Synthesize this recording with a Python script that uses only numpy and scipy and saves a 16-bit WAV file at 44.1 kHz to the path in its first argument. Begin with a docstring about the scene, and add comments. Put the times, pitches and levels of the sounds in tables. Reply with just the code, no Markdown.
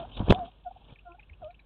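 """Inside a wooden nest box, a small, dull microphone close to an owl, over a low mains hum.
The owl whimpers and shuffles, rustling feathers and litter. From 0.2 s it bumps and scratches the
wood right by the microphone, which overloads near 0.3 s. Soft whimpers and a few hoarse clucks follow.
From 0.9 s the chicks join in with thin, mostly paired chirps; near 1.4 s the owl stirs once more."""
import sys
import numpy as np
from scipy import signal
from scipy.fft import rfft, irfft
from scipy.io import wavfile
from scipy.ndimage import uniform_filter1d

SR = 44100
rng = np.random.default_rng(int(sys.argv[2]) if len(sys.argv) > 2 else 0)


def output_pcm(signal):
    """Save a mono or channel-first signal as 16-bit PCM at the path in sys.argv[1].

    Samples are clipped to [-1, 1] before scaling.
    """
    pcm = np.clip(np.atleast_2d(signal).T, -1, 1) * 32767
    wavfile.write(sys.argv[1], SR, np.round(pcm).astype(np.int16))


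N = 72765
T = np.arange(N) / SR


def undb(db):
    """Decibels to gain."""
    return 10 ** (np.asarray(db) / 20)


def unit(x):
    """Scale to rms 1."""
    return x / np.sqrt(np.mean(x ** 2))


def noise(colour):
    """Noise of rms 1, its spectrum drawn through (frequency_hz, level_db) points."""
    hz, db = np.array(colour).T
    bins_hz = np.maximum(np.fft.rfftfreq(N, 1 / SR), 1)
    gain = undb(np.interp(np.log(bins_hz), np.log(hz), db))
    return unit(irfft(rfft(rng.standard_normal(N)) * gain, N))


def wander(rate_hz):
    """Smooth random wander of rms 1."""
    width = max(int(SR / rate_hz), 1)
    return unit(uniform_filter1d(uniform_filter1d(rng.standard_normal(N), width), width))


def swell(peak_s, attack_s, release_s):
    """A rounded rise and fall around one moment."""
    width_s = np.where(T < peak_s, attack_s, release_s)
    return np.exp(-np.minimum(((T - peak_s) / width_s) ** 2, 60))


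def phase_of(hz):
    """Phase of a moving pitch."""
    return 2 * np.pi * np.cumsum(hz) / SR


def raspy(hz, rasp, flutter_hz):
    """A tone of rms 1 whose level and phase flutter."""
    phase = phase_of(hz)
    flutter = wander(flutter_hz) * np.sin(phase) + wander(flutter_hz) * np.cos(phase)
    return unit(np.sin(phase) + rasp * flutter)


# Spectrum of the quiet in the box: frequency_hz, level_db
FLOOR_COLOUR = [(25, -10.5), (45, 0.5), (130, -9.5), (800, -19.5), (2000, -28), (2800, -26.5),
                (4100, -34.5), (4800, -58.5)]
# Partials of the mains hum: pitch_hz, level_db
MAINS_HUM = [(49.7, -57), (150, -73)]


def background(floor_db=-64):
    """Faint steady noise and mains hum behind the birds."""
    floor = undb(floor_db) * noise(FLOOR_COLOUR)
    hum = sum(undb(db) * np.sin(2 * np.pi * (hz * T + rng.random())) for hz, db in MAINS_HUM)
    return floor + np.sqrt(2) * hum


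def box_reflections(x, t60_s=0.071, level_db=-8.5):
    """The direct sound plus dense, quickly dying reflections from the nearby walls."""
    t = T[:N // 8]
    tail = rng.standard_normal(len(t)) * np.exp(-np.log(1000) * t / t60_s)
    return x + undb(level_db) * signal.fftconvolve(x, tail / np.linalg.norm(tail))[:N]


# Spectrum of the hiss in chirps, feathers and claws: frequency_hz, level_db
HISS_COLOUR = [(1200, -29.5), (2100, -16.5), (2550, -2.5), (3250, 1.5), (3720, -2), (3950, -11.5),
               (6000, -49)]
# The chicks calling in the nest: peak_s, pitch_hz, glide_hz_per_ms, level_db
CHICK_CHIRPS = [(.898, 2350, 20, -57), (.959, 2400, -60, -51), (.990, 2500, 55, -52),
                (1.119, 2500, 60, -56), (1.197, 2380, -50, -48), (1.230, 2480, 55, -53),
                (1.296, 2400, -55, -49.5), (1.334, 2550, 35, -52), (1.506, 2420, -35, -56),
                (1.511, 3950, -15, -64), (1.545, 2650, 70, -56), (1.595, 2420, -40, -53.5),
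                (1.599, 3950, -15, -64)]


def chirps(attack_s=.0024, release_s=.0065, hiss_db=-18.5, hiss_s=.00066):
    """Tiny raspy glides that start with a hiss, mostly a falling one answered by a rising one."""
    out = 0
    hiss = undb(hiss_db) * noise(HISS_COLOUR)
    for at, hz, glide, db in CHICK_CHIRPS:
        tone = raspy(hz + glide * 1000 * (T - at), rasp=.55, flutter_hz=1100)
        onset = swell(at - attack_s, hiss_s / 2, hiss_s * 2) * hiss
        out = out + undb(db) * (swell(at, attack_s, release_s) * tone + onset)
    return out


# Clucks between the whimpers: peak_s, pitch_hz, level_db
OWL_CLUCKS = [(0.7117, 756, -41.5), (0.7648, 758, -46.5), (0.818, 807, -56), (1.189, 853, -57.5)]


def clucks(release_s=.01, sag_hz_per_s=3000):
    """Very short, hoarse, falling notes in the whimpering voice."""
    out = 0
    for at, hz, db in OWL_CLUCKS:
        tone = raspy(hz - sag_hz_per_s * (T - at), rasp=.4, flutter_hz=300)
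        out = out + undb(db) * swell(at, release_s / 2, release_s) * tone
    return out


# Soft whimpers at close range, one curve of points each: time_s, pitch_hz, level_db
WHIMPER_CURVES = [
    [(0, 693, -34), (.012, 688, -38.5), (.033, 648, -40.5), (.052, 750, -43.5), (.066, 840, -68)],
    [(.33, 692, -45.5), (.356, 715, -29), (.378, 778, -39), (.415, 713.6, -31), (.445, 670, -39.5),
     (.465, 694, -55), (.483, 750, -45.5), (.505, 697, -73)],
    [(.648, 830, -55.5), (.657, 746, -48), (.666, 722, -33), (.679, 696, -34), (.69, 732, -44.5),
     (.702, 710, -66)],
    [(1.048, 737, -69.5), (1.06, 713, -49.5), (1.077, 699, -43), (1.10, 683, -56.5), (1.142, 694, -58),
     (1.148, 739, -49), (1.166, 708, -63)],
    [(1.41, 795, -66), (1.422, 741, -44.5), (1.437, 627, -40.5), (1.473, 608, -39), (1.487, 710, -49),
     (1.502, 707, -45.5), (1.53, 729, -69)],
]
# Second harmonic of each whimper, against its fundamental: level_db
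SECOND_HARMONIC_DB = [-20, -37.5, -26.5, -11.5, -21.5]


def whimpers(jitter=0.012, shimmer_db=0.6, crack_at_s=1.114, crack_width_s=0.018, crack_db=3):
    """Nearly pure gliding notes with a weak overtone; one cracks an octave down."""
    out = 0
    crack = undb(crack_db) * swell(crack_at_s, crack_width_s, crack_width_s)
    for curve, second_db in zip(WHIMPER_CURVES, SECOND_HARMONIC_DB):
        at, hz, db = np.array(curve).T
        phase = phase_of(np.interp(T, at, hz) * (1 + jitter * wander(170)))
        level_db = np.interp(T, at, db) - shimmer_db * wander(220)
        sounding = (T >= at[0]) & (T <= at[-1])
        level = uniform_filter1d(undb(level_db) * sounding, size=130)  # rounds both ends over 3 ms
        tone = np.sin(phase) + undb(second_db) * np.sin(2 * phase)
        octave_down = np.sin(phase / 2) + .8 * np.sin(3 * phase / 2) + .5 * np.sin(2 * phase)
        out = out + np.sqrt(2) * level * (tone + crack * octave_down)
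    return out


# Spectra of the stirred air and the brushed wall: frequency_hz, level_db
RUMBLE_COLOUR = [(20, -18.5), (45, 11.5), (130, 0.5), (300, -56.5)]
BRUSH_COLOUR = [(50, -22.5), (120, -0.5), (240, 1.5), (340, -4.5), (950, -4), (1500, -17.5), (3000, -37.5)]
# The owl shifting beside the microphone: time_s, air_db, brush_db, feather_db
OWL_MOVEMENT = [(0, -55, -41.5, -51.5), (0.069, -47.5, -51.5, -64.5), (0.149, -49, -57, -50.5),
                (0.171, -43, -46.5, -66), (0.214, -31.5, -35, -59.5), (0.238, -30, -46.5, -58.5),
                (0.28, -38.5, -39, -53), (0.306, -22.5, -20, -56), (0.334, -44, -37.5, -78),
                (.365, -41.5, -41, -72.5), (0.432, -49, -45.5, -65), (0.456, -57, -50, -54),
                (.5, -60.5, -62.5, -66), (0.622, -63, -72.5, -74), (.86, -62, -62.5, -66.5),
                (0.927, -55, -51.5, -63), (0.964, -69.5, -81.5, -75), (1.39, -61, -71, -74.5),
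                (1.43, -44, -53, -70), (1.529, -67.5, -79.5, -83.5)]


def rustle(patchy_db=2, grit_db=3):
    """The moving body stirs the air and brushes the wall; feathers hiss unevenly."""
    at, *curves_db = np.array(OWL_MOVEMENT).T
    air_level, brush_level, feather_level = (undb(np.interp(T, at, db)) for db in curves_db)
    air = noise(RUMBLE_COLOUR)
    brush = unit(noise(BRUSH_COLOUR) * undb(patchy_db * wander(170)))
    feathers = unit(noise(HISS_COLOUR) * undb(grit_db * wander(190)))
    return air_level * air + brush_level * brush + feather_level * feathers


# Claws catching on the wood near the microphone, and the bright cracks of the nearby knocks: peak_s, level_db,
# half_width_ms
CATCHES_AND_CRACKS = [(0.173, -37.5, 6.8), (0.1948, -40.5, 2.7), (0.287, -35, 1.3), (0.299, -29.5, 3),
                      (0.306, -16.5, 2.4), (0.312, -26.5, 2.5), (0.3238, -30.5, 0.5), (0.348, -36.5, 1.7),
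                      (0.392, -47, 1.5), (0.937, -51, 1), (1.446, -52, 2.5)]
# Claws sliding on the wood: peak_s, pitch_hz, level_db
CLAW_SLIDES = [(.129, 3060, -51), (.153, 3680, -54), (.268, 3430, -52)]


def scratches(slide_s=.015, rise_hz_per_s=8000):
    """Claws catch on the wood and knocks crack in short gritty bursts, or claws slide with a hoarse rising
    squeak."""
    bursts = sum(undb(db) * swell(at, ms / 1000, ms / 1000) for at, db, ms in CATCHES_AND_CRACKS)
    slides = 0
    for at, hz, db in CLAW_SLIDES:
        squeak = raspy(hz + rise_hz_per_s * (T - at), rasp=1, flutter_hz=600)
        slides = slides + undb(db) * swell(at, slide_s, slide_s) * squeak
    return bursts * noise(HISS_COLOUR) + slides


def sway(peak_s=1.322, width_s=0.024, pitch_hz=76.5, level_db=-47.5):
    """One faint, low throb of a few cycles."""
    tone = np.sqrt(2) * np.sin(2 * np.pi * pitch_hz * (T - peak_s))
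    return undb(level_db) * swell(peak_s, width_s, width_s) * tone


# Modes of the box's boards: pitch_hz, relative_db, t60_s
BOARD_MODES = [(119.3, -2.5, 0.027), (257, -7.5, 0.062), (416, -12, 0.061), (611, -19.5, 0.12),
               (914, -22, 0.092), (1010, -20, 0.091)]
# The owl bumping the wall, close to the microphone: start_s, level_db, contact_ms
WALL_KNOCKS = [(0.2018, -23.5, 1.06), (0.2039, -16.5, 3), (0.2238, -21.5, 2.9), (0.2826, -16, 1.3),
               (0.2953, -9.5, 3.2), (0.3026, -2, 1.9), (0.3081, 1, 1.1), (0.3105, -6.5, 5.43),
               (0.3237, 1.5, 0.868), (0.924, -39.5, 4.2)]


def knocks(rebound_half_cycles=1.43, ring_db=-10.5):
    """Each knock shoves the wall, which gives and rebounds, and briefly rings the boards."""
    push = 0
    for at, db, contact_ms in WALL_KNOCKS:
        half_cycles = np.clip((T - at) / (contact_ms / 1000), 0, 20)
        fade = np.exp(-(half_cycles / rebound_half_cycles) ** 4)
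        push = push + undb(db) * np.sin(np.pi * half_cycles) * fade
    t = T[:N // 4]
    ring = sum(undb(db) * hz / SR * np.sin(2 * np.pi * hz * t) * np.exp(-np.log(1000) * t / t60_s)
               for hz, db, t60_s in BOARD_MODES)
    return push + undb(ring_db) * signal.fftconvolve(push, ring)[:N]


def scene():
    """Everything that reaches the microphone inside the box, in one channel."""
    owl = knocks() + sway() + rustle() + whimpers() + clucks()
    claws_and_chicks = box_reflections(scratches() + chirps())
    return (owl + claws_and_chicks + background())[None]


def treble_spray(x, level_db=-49, decay_s=.0045, band_hz=(6500, 9000)):
    """A faint, fine hiss that follows the loudest knocks and dies away."""
    pole = np.exp(-1 / (decay_s * SR))
    envelope = np.sqrt(signal.lfilter([1 - pole], [1, -pole], x ** 8))
    spray = signal.lfilter(*signal.butter(2, band_hz, "band", fs=SR), rng.standard_normal(N))
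    return undb(level_db) * envelope * spray


def record(dry, dip_hz=1975, dip_width_hz=200, mic_top_hz=4060, ceiling=.455, knee=9, top_hz=15700):
    """A small, dull microphone with a dip in the mids; its amplifier flattens peaks and hisses."""
    x = signal.lfilter(*signal.iirnotch(dip_hz, dip_hz / dip_width_hz, fs=SR), dry)
    x = signal.sosfilt(signal.butter(12, mic_top_hz, fs=SR, output="sos"), x)
    x = x / (4.0 + np.abs(x / ceiling) ** knee) ** (1 / knee)  # soft clipping
    x = x + undb(-96) * rng.standard_normal(N)  # amplifier hiss
    x = x + treble_spray(x / ceiling)
    return signal.sosfilt(signal.ellip(8, .2, 70, top_hz, fs=SR, output="sos"), x)


dry = scene()
out = record(dry)
output_pcm(out)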